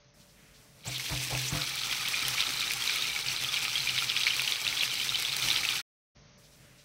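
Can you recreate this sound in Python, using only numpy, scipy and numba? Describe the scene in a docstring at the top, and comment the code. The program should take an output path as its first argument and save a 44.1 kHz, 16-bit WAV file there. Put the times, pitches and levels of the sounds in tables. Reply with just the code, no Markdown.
"""Meat frying in hot oil

Raw meat is laid into hot oil in a frying pan on a kitchen stove, heard from just above the pan.
It flops down in a few soft blows that excite the low modes of the pan. Its water flashes to steam:
swarms of ringing bubbles fizz and gurgle, single cavities pop, and droplets spit as short noise bursts.
Filtered noise makes the stove's rush and the rustles of handling. The sound breaks off for a moment,
then only the quiet stove and a few rustles return; the treble is dull at the start and at the return."""
import sys
import numpy as np
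from scipy import signal
from scipy.fft import rfft, irfft, next_fast_len
from scipy.io import wavfile
from scipy.ndimage import uniform_filter1d
from numba import njit

SR = 44100
rng = np.random.default_rng(int(sys.argv[2]) if len(sys.argv) > 2 else 0)


def output_pcm(signal):
    """Save a mono or channel-first signal as 16-bit PCM at the path in sys.argv[1].

    Samples are clipped to [-1, 1] before scaling.
    """
    pcm = np.clip(np.atleast_2d(signal).T, -1, 1) * 32767
    wavfile.write(sys.argv[1], SR, np.round(pcm).astype(np.int16))


N = 301836
T = np.arange(N) / SR  # time, s

# spectrum of the stove's rush and prickle: f/Hz, relative level/dB
STOVE_COLOUR = [(25, -21.5), (52, -4.5), (88, -12.5), (135, 0), (230, -10.5), (380, -20), (600, -14.5),
                (760, -20.5), (2200, -21), (3100, -23.5), (6200, -21.5), (6700, -25), (8400, -24),
                (14000, -30)]
# partials of a kitchen appliance's hum: f/Hz, mean peak level/dB
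HUM_PARTIALS = [(48.5, -70.5), (129.5, -71), (248, -81.5), (437, -74.5), (582, -72)]
# faint rustles as the meat is handled: t/s, length/s, centre f/Hz, relative level/dB
RUSTLES = [(0.193, 0.066, 4500, -62.5), (0.28, 0.06, 4500, -66), (0.344, 0.35, 2100, -66),
           (.35, 0.22, 238, -70), (0.538, 0.069, 4500, -62), (6.43, 0.068, 4500, -63),
           (6.52, 0.058, 4500, -65), (6.583, 0.37, 2100, -65.5), (6.59, 0.25, 240, -69),
           (6.777, 0.073, 4440, -62.5)]
# fizz of water flashing to steam, over time: t/s, relative level/dB
FIZZ_LEVEL = [(1.6, -40), (1.73, -42.5), (2.31, -39.5), (3.27, -41.5), (5.29, -40.5), (5.52, -37.5),
              (5.6, -39.5)]
# spectrum of the fine fizz: f/Hz, relative level/dB
FIZZ_COLOUR = [(50, -38), (150, -12.5), (450, -10.5), (690, -16), (790, -9.5), (1010, -10), (1270, -12),
               (1850, -6), (2300, 1), (2900, -1.5), (6400, -2.5), (6580, -9.5), (7800, -7), (12000, -13.5),
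               (15500, -13)]
# spectrum of the larger bubbles: f/Hz, relative level/dB
BUBBLE_COLOUR = [(300, -34), (800, -20.5), (1000, -18.5), (1300, -11), (1900, -14), (2300, 1.5), (2750, -3),
                 (3300, -1.5), (3950, 0), (4600, -4.5), (6200, -12.5), (8000, -43.5)]
# the meat flops onto the pan and later settles twice more:
# t/s, contact length/s, relative thump level/dB, wet squelch level/dB, squelch centre f/Hz
FLOPS = [(0.845, 0.067, -44.5, -48.5, 700), (1.085, 0.081, -39, -44.5, 865), (1.294, .085, -39, -41, 630),
         (1.4955, 0.09, -38, -43.5, 1105), (2.465, 0.046, -75.5, -49, 260), (5.411, 0.088, -53, -60.5, 425)]
# modes of the pan on its grate, undamped: f/Hz, t60/s, relative level/dB
PAN_MODES = [(60, 0.15, -10.5), (129, .72, -5.5), (146.6, 0.22, -11), (176, 0.16, -17), (256, 0.21, -20),
             (299.2, .4, -19), (370, .3, -27), (512, .28, -23), (681, 0.32, -19)]
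# steam squeezed from under the meat: t/s, length/s, start f/Hz, end f/Hz, level/dB
SQUIRTS = [(0.865, 0.029, 7200, 7900, -42), (0.93, 0.067, 4400, 2940, -39.5),
           (1.038, 0.065, 4200, 2700, -44), (1.384, 0.04, 3600, 4830, -42), (1.462, 0.05, 4800, 8350, -40)]
# the sharpest droplets spitting out of the oil: t/s, relative level/dB
SPITS = [(.981, -17), (1.377, -20), (1.756, -14), (2.085, -9.5), (2.282, -5), (2.5057, -16), (2.718, -11),
         (2.735, -9), (2.958, -12.5), (3.4374, -11), (4.366, -10.5), (4.4185, -9.5), (4.828, -10.5),
         (5.1985, -12), (5.224, -8.5), (5.366, -6), (5.4862, -13.5), (5.7424, -15.5)]
# the loudest steam bubbles bursting: t/s, relative level/dB, starting f/Hz, ring t60/s
POPS = [(.997, -26, 2130, 0.013), (1.3507, -25.5, 2580, 0.018), (1.6192, -20, 3890, 0.01),
        (1.835, -22.5, 3160, .007), (1.9127, -23, 3200, .018), (1.927, -17, 2560, .005),
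        (2.1415, -20, 2430, 0.033), (2.1734, -27, 2400, 0.039), (2.2516, -23.5, 3100, 0.029),
        (2.3819, -19.5, 2330, .015), (2.4051, -16, 3600, 0.0074), (2.424, -19, 3220, 0.0044),
        (2.4678, -20, 3780, 0.013), (2.608, -24, 3720, 0.025), (2.7087, -19.5, 2430, 0.011),
        (2.876, -18, 3900, 0.0098), (2.8954, -18.5, 2390, 0.02), (3.0231, -21.5, 3800, 0.023),
        (3.045, -25.5, 2520, 0.011), (3.263, -23.5, 2750, 0.0038), (3.2851, -20.5, 4450, .013),
        (3.4463, -21.5, 3190, 0.013), (3.5419, -15, 3340, .008), (3.6518, -18, 2600, 0.0042),
        (3.6792, -33.5, 1250, .032), (3.7558, -21, 3260, 0.066), (3.895, -17.5, 2900, 0.0091),
        (3.9782, -17.5, 2330, 0.0057), (3.9868, -16, 3230, 0.0052), (4.0224, -30.5, 1350, 0.066),
        (4.0996, -16, 3340, 0.0046), (4.1653, -16.5, 2650, 0.0059), (4.1738, -16, 3400, .0055),
        (4.2116, -21, 2730, .012), (4.235, -17.5, 3470, .004), (4.2676, -14.5, 2250, .022),
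        (4.2757, -18, 2260, 0.0056), (4.3053, -19, 3060, .014), (4.3957, -19.5, 2430, 0.015),
        (4.477, -17, 2970, 0.0061), (4.522, -16, 3520, 0.007), (4.667, -18, 2680, 0.014),
        (4.6774, -17, 3740, 0.012), (4.774, -18, 3400, .005), (4.7961, -22, 3920, .016),
        (4.8089, -20, 3350, 0.042), (4.8333, -16.5, 2720, 0.012), (5.0135, -25.5, 3140, 0.041),
        (5.092, -20, 3700, 0.028), (5.1202, -33, 1330, 0.036), (5.1453, -20, 3040, 0.04),
        (5.1562, -18.5, 3830, 0.019), (5.25, -21.5, 3380, 0.025), (5.3285, -18, 4100, .0055),
        (5.4232, -20.5, 3640, 0.011), (5.4864, -16.5, 2940, 0.0077), (5.503, -13.5, 3640, .011),
        (5.5126, -18.5, 3980, .024), (5.5621, -14.5, 3350, 0.0049), (5.6512, -17.5, 2605, 0.016),
        (5.6893, -14, 2970, 0.0051)]
# gurgle of bubbles trapped under the meat, over time: t/s, relative level/dB
GURGLE_LEVEL = [(1.6, -44), (1.68, -48), (2.28, -45), (3.83, -50), (4.62, -48.5), (5.1, -53.5),
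                (5.62, -44.5)]
# spectrum of the gurgle: f/Hz, relative level/dB
GURGLE_COLOUR = [(700, -18), (800, -2.5), (1010, -9.5), (1290, 3.5), (1600, -4), (2000, -1.5)]
# the gap in the sound: start t/s, end t/s
GAP = (5.815, 6.152)
# spans of dull treble: start t/s, end t/s
DULL_SPANS = [(-1, .145), (6.0, 6.385)]

DULL_HZ, TOP_HZ = 6600, 15750  # upper limit in the dull spans, and throughout
STOVE_DB = -59
# the fizz starts as the meat touches the oil and grows as the rest of it is lowered in
TOUCH_S, FIZZ_ATTACK_S, LOWERING_S = .842, .025, .5
FIRST_CONTACT = .2  # share of the meat that touches at first
FLAT_S, BUILD_S = 1.5, .5  # the meat lies flat from here on; time for the larger bubbles to build up
# each flop presses wet meat into the oil, which boils up a moment later (level against the squelch)
BOIL_UP_LAG_S, BOIL_UP_WIDTH_S, BOIL_UP_DB = .09, .06, 4.5
BOIL_UP_TOP_DB = -42  # no boil-up is louder than this
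# bubbling between the surges; the rate is of its random wander, per second
SIMMER_DB, SIMMER_WANDER_DB, SIMMER_RATE = -38.5, 2.5, 20
# every loud pop is the peak of a surge of bubbles (level against the pop)
SURGE_RISE_S, SURGE_FALL_S, SURGE_DB = .008, .027, -18
JUDDER = .045  # noise force while the meat settles, before the window
OVERSHOOT, OVERSHOOT_T60 = .55, .0028  # extra first swing of a pop: share of the ring, t60 in s


def undb(db):
    """Level and amplitude: a gain is ten to the power of the decibels over twenty."""
    return 10 ** (np.asarray(db) / 20)


def unit(x):
    """Normalisation: the signal is scaled to an rms of 1."""
    return x / np.sqrt(np.mean(x ** 2))


def add(out, s, x):
    """Superposition: x is summed into out from time s on."""
    first = max(int(s * SR), 0)
    out[first:first + len(x)] += x[:N - first]


def band(x, lo_hz, hi_hz, order=2):
    """Band limitation: a Butterworth filter passes only lo_hz to hi_hz."""
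    edges = [lo_hz, min(hi_hz, SR / 2 - 1)]
    return signal.sosfilt(signal.butter(order, edges, "band", fs=SR, output="sos"), x)


def colour(x, points):
    """Minimum phase: a causal filter through spectrum points keeps the sharp front of clicks."""
    hz, db = np.transpose(points)
    n = next_fast_len(N + SR // 10, real=True) * 2
    f = np.maximum(np.arange(n // 2 + 1) * SR / n, 1)
    gain = undb(np.interp(np.log(f), np.log(hz), db))
    # folding the cepstrum onto positive time makes the filter causal
    cepstrum = irfft(np.log(gain))
    cepstrum[1:n // 2] *= 2
    cepstrum[n // 2 + 1:] = 0
    return irfft(rfft(x, n) * np.exp(rfft(cepstrum)))[:N]


def walk(rate):
    """Slow fluctuation: random steps, rate per second, are smoothed to a wander of rms 1."""
    k = max(int(SR / rate), 1)
    steps = np.repeat(rng.standard_normal(N // k + 1), k)
    return unit(uniform_filter1d(steps, k)[:N])


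def fade(t, t60):
    """Exponential damping: the amplitude falls by 60 dB in t60."""
    return np.exp(-np.log(1000) * t / t60)


@njit
def bubbles(start, hz, t60, size):
    """Bubble resonance: each cavity is a decaying sine whose pitch rises by 6 percent."""
    out = np.zeros(N)
    for k in range(len(start)):
        n, first = int(t60[k] * SR), int(start[k] * SR)
        z = size[k] + 0j
        step = np.exp(2j * np.pi * hz[k] / SR - 6.9 / (t60[k] * SR))
        glide = np.exp(2j * np.pi * hz[k] / SR * .06 / (n + 1))
        for i in range(first, min(first + n, N)):
            out[i] += z.imag
            z *= step
            step *= glide
    return out


def swarm(lo_hz, hi_hz, cycles, spread_db, cap, count):
    """Random superposition: many small and few large bubbles, each ringing for its own cycles."""
    when, pitch, big, life = rng.random((count, 4)).T
    hz = lo_hz + (hi_hz - lo_hz) * pitch
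    t60 = cycles * np.exp(2 * life - 1) / hz
    size = undb(spread_db * np.minimum(-np.log(1 - big), cap)) / np.sqrt(t60)
    return unit(bubbles(when * N / SR, hz, t60, size))


def stove(waver_db=1.2, tick_db=-12, hum_waver_db=2):
    """Broadband and tonal sources: a noise rush, the faint prickle of hot oil and a wavering hum."""
    rush = rng.standard_normal(N) * undb(waver_db * walk(12))
    prickle = undb(tick_db) * swarm(1800, 8100, cycles=17, spread_db=2.0, cap=3.3, count=5000)
    hum = np.zeros(N)
    for hz, db in HUM_PARTIALS:
        level = undb(db + hum_waver_db * walk(9.7))
        hum += level * np.sin(2 * np.pi * hz * T + .49 * walk(5.1))
    return undb(STOVE_DB) * unit(colour(rush + prickle, STOVE_COLOUR)) + hum


def rustles(rustle_db=-1.5):
    """Friction noise: brief rubbing sounds swell quickly and die away."""
    out = np.zeros(N)
    for s, length, hz, db in RUSTLES:
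        u = np.linspace(0, 1, int(length * SR))
        noise = band(rng.standard_normal(len(u)), hz / 1.55, hz * 1.4)
        rub = noise * np.sin(np.pi * np.sqrt(u))
        add(out, s, undb(db + rustle_db) * unit(rub))
    return out


def snaps(rate, spread_db, cap, snap_s):
    """Impulsive rupture: thin oil films snap at random in noise bursts, many small and few large."""
    chance, big = rng.random((2, N))
    size = (chance < rate / SR) * undb(spread_db * np.minimum(-np.log(1 - big), cap))
    power = signal.lfilter([1], [1, -np.exp(-1 / (snap_s * SR))], size ** 2)
    envelope = np.sqrt(np.abs(uniform_filter1d(power, size=15)))
    return unit(envelope * rng.standard_normal(N))


def since_touch(rise_s):
    """Onset of contact: grows from 0 to 1 in rise_s once the meat touches the oil."""
    return np.clip((T - TOUCH_S) / rise_s, 0, 1)


def fizzing(fizz_db=4.0, flutter_db=1.5):
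    """Area source: the power of the fizz follows the area of meat in the oil, and it flutters."""
    area = np.clip(FIRST_CONTACT + since_touch(LOWERING_S), 0, 1)
    level_db = np.interp(T, *np.transpose(FIZZ_LEVEL)) + fizz_db + flutter_db * walk(60)
    return since_touch(FIZZ_ATTACK_S) * np.sqrt(area) * undb(level_db)


def bubbling():
    """Addition of powers: boil-ups after the flops, a simmer, and a surge around each loud pop."""
    heated = np.clip((T - FLAT_S) / BUILD_S, 0, 1)
    simmer_db = SIMMER_DB + SIMMER_WANDER_DB * np.tanh(walk(SIMMER_RATE))
    power = heated * undb(simmer_db) ** 2
    for s, length, db, squelch_db, hz in FLOPS:
        boil_up = np.exp(-((T - s - BOIL_UP_LAG_S) / BOIL_UP_WIDTH_S) ** 2)
        power += undb(min(squelch_db + BOIL_UP_DB, BOIL_UP_TOP_DB)) ** 2 * boil_up
    t = np.arange(-SR // 5, SR // 5) / SR
    surge = np.exp(np.minimum(t / SURGE_RISE_S, -t / SURGE_FALL_S))
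    for s, db, hz, t60 in POPS:
        add(power, s + t[0], undb(db + SURGE_DB) ** 2 * surge)
    return np.sqrt(power)


def sizzle(crackle_db=-4, sputter_db=3):
    """Boiling noise: a fine fizz with crackle in it, and surges of larger, sputtering bubbles."""
    fizz = swarm(210, 16000, cycles=24.3, spread_db=2.5, cap=4.1, count=80000)
    crackle = snaps(rate=800, spread_db=4.0, cap=4.4, snap_s=.00045)
    fine = unit(colour(fizz + undb(crackle_db) * crackle, FIZZ_COLOUR))
    # larger bubbles ring long enough for each to have a pitch
    large = swarm(1000, 6000, cycles=36, spread_db=3.4, cap=3.6, count=6000)
    sputter = snaps(rate=240, spread_db=4.2, cap=3.3, snap_s=.0005)
    coarse = unit(colour(large + undb(sputter_db) * sputter, BUBBLE_COLOUR))
    return fine * fizzing() + coarse * bubbling()


def pan_ring(force, ring=1):
    """Modal response: force drives the pan's low modes, their decay times scaled by ring."""
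    t = np.arange(SR * 2 // 3) / SR
    response = np.zeros(len(t))
    for hz, t60, db in PAN_MODES:
        response += undb(db) * np.sin(2 * np.pi * hz * t) * fade(t, t60 * ring)
    # the slowest motion radiates nothing
    return band(signal.fftconvolve(force, response), 42, 4000, order=4)


def flops(thump_db=-6, landing_s=.0299, push_s=.0014):
    """Soft impact: meat lands with a blunt push, judders as it settles and squeezes out oil."""
    out = np.zeros(N)
    for s, length, db, squelch_db, hz in FLOPS:
        n = int(length * SR)
        push = np.exp(-((np.arange(n) / SR - landing_s) / (push_s / 2)) ** 2)
        judder = JUDDER * rng.standard_normal(n) * np.hanning(n)
        force = judder + 2 * push / push.sum()
        add(out, s, undb(db + thump_db) * unit(pan_ring(force)))
        contact = signal.windows.tukey(n, .5)
        squelch = unit(band(rng.standard_normal(n), hz / 1.47, hz * 1.37, order=1) * contact)
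        add(out, s, undb(squelch_db) * squelch)
    return out


def rumble(rumble_db=-54.5, damped=.29, patchy_db=2):
    """Forced vibration: boiling shakes the pan in fits; the meat lying in it damps the ring."""
    boiling = np.interp(T, [.85, .95, GAP[0], GAP[1]], [0, 1, 1, 0])
    shaking = rng.standard_normal(N) * undb(patchy_db * walk(9))
    return undb(rumble_db) * boiling * unit(pan_ring(shaking, damped)[:N])


def squirts(width_hz=600):
    """Jet noise: steam escapes through a changing gap, a narrow hiss that glides."""
    out = np.zeros(N)
    for s, length, start_hz, end_hz, db in SQUIRTS:
        n = int(length * SR)
        turn = 2 * np.pi * np.cumsum(np.geomspace(start_hz, end_hz, n)) / SR
        # slow noise on a gliding carrier gives a band around it
        hiss = band(rng.standard_normal(n), 20, width_hz) * np.sin(turn)
        add(out, s, undb(db) * unit(hiss * np.hanning(n)))
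    return out


def spits(spit_db=-5, swell_s=.00094, spit_t60=.009):
    """Explosive vaporisation: water droplets burst in very short, bright cracks of noise."""
    out, t = np.zeros(N), np.arange(SR // 100) / SR
    for s, db in SPITS:
        shape = np.minimum(t / swell_s, 1) ** 2 * fade(t, spit_t60)
        crack = band(rng.standard_normal(len(t)) * shape, 1000, 14000, order=1)
        # equal energy before the level is set
        add(out, s - swell_s / 2, 2 * undb(db + spit_db) * crack / np.linalg.norm(crack))
    return out


def small_pops(small_db=-25, spread_db=3, lo_hz=2200, hi_hz=4100, t60=.016, count=40):
    """Random bursting: rows like POPS for lesser bubbles, once the boil has built up."""
    when, big, pitch, life = rng.random((count, 4)).T
    start = FLAT_S + BUILD_S
    s = start + (GAP[0] - start) * (np.arange(count) + when) / count
    db = small_db + spread_db * (2 * big - 1)
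    hz = lo_hz * (hi_hz / lo_hz) ** pitch
    return list(zip(s, db, hz, t60 * np.exp(2 * life - 1)))


def pops(snap_t60=.011, swell_s=.0007, rise=.022):
    """Cavity resonance: a bubble tears open with a snap, then rings, rising as it shrinks."""
    out, t = np.zeros(N), np.arange(SR // 20) / SR
    age = np.maximum(t - swell_s, 0)
    opening = np.minimum(t / swell_s, 1) ** 2
    for s, db, hz, t60 in POPS + small_pops():
        turn = 2 * np.pi * hz * t * (1 + rise * np.minimum(t / t60, 1) / 2)
        # the first swing overshoots the ring
        ring = np.sin(turn) * (fade(age, t60) + OVERSHOOT * fade(age, OVERSHOOT_T60))
        snap = unit(band(rng.standard_normal(len(t)), 2300, 5540, order=4)) * fade(age, snap_t60)
        pop = opening * (ring + undb(-10) * snap)
        add(out, s - swell_s / 2, undb(db) * pop)
    return out


def gurgle(gurgle_db=-1, sealing_s=.04):
    """Size and pitch: wide, slow bubbles trapped under the meat ring low and long."""
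    wide = swarm(700, 2000, cycles=61, spread_db=2.0, cap=2.9, count=2600)
    sealed = np.clip((T - FLAT_S) / sealing_s, 0, 1)
    level = undb(np.interp(T, *np.transpose(GURGLE_LEVEL)) + gurgle_db)
    return unit(colour(wide, GURGLE_COLOUR)) * sealed * level


def kitchen(x, room_db=-13, room_t60=.14):
    """Reverberation: convolution with decaying noise adds the short tail of a small room."""
    t = np.arange(SR // 2) / SR
    tail = rng.standard_normal(len(t)) * fade(t, room_t60) * (t > .004)
    return x + undb(room_db) * signal.fftconvolve(x, tail / np.linalg.norm(tail))[:N]


def scene():
    """Superposition: reverberant frying over the pan's thumps, the rustles and the stove."""
    frying = (sizzle() + gurgle() + pops() + spits() + squirts()) * (T < GAP[0])
    return (kitchen(frying) + flops() + rumble() + rustles() + stove())[None]


def record(dry):
    """Band limiting and gating: the treble is dull in two spans, the level drops out once, the top is cut."""
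    low_pass = signal.ellip(10, .2, 80, DULL_HZ, fs=SR, output="sos")
    dull = signal.sosfilt(low_pass, dry)
    in_span = 1. * sum((T > a) & (T < b) for a, b in DULL_SPANS)
    share = uniform_filter1d(in_span, size=900)
    x = dull * np.sin(share * np.pi / 2) + dry * np.cos(share * np.pi / 2)
    gate_times = [GAP[0] - .018, GAP[0] + .005, GAP[1] - .004, GAP[1] + .01]
    gate = np.interp(T, gate_times, [1, 0, 0, 1])
    top_cut = signal.ellip(12, .2, 70, TOP_HZ, fs=SR, output="sos")
    return signal.sosfilt(top_cut, x * gate)


dry = scene()
out = record(dry)
output_pcm(out)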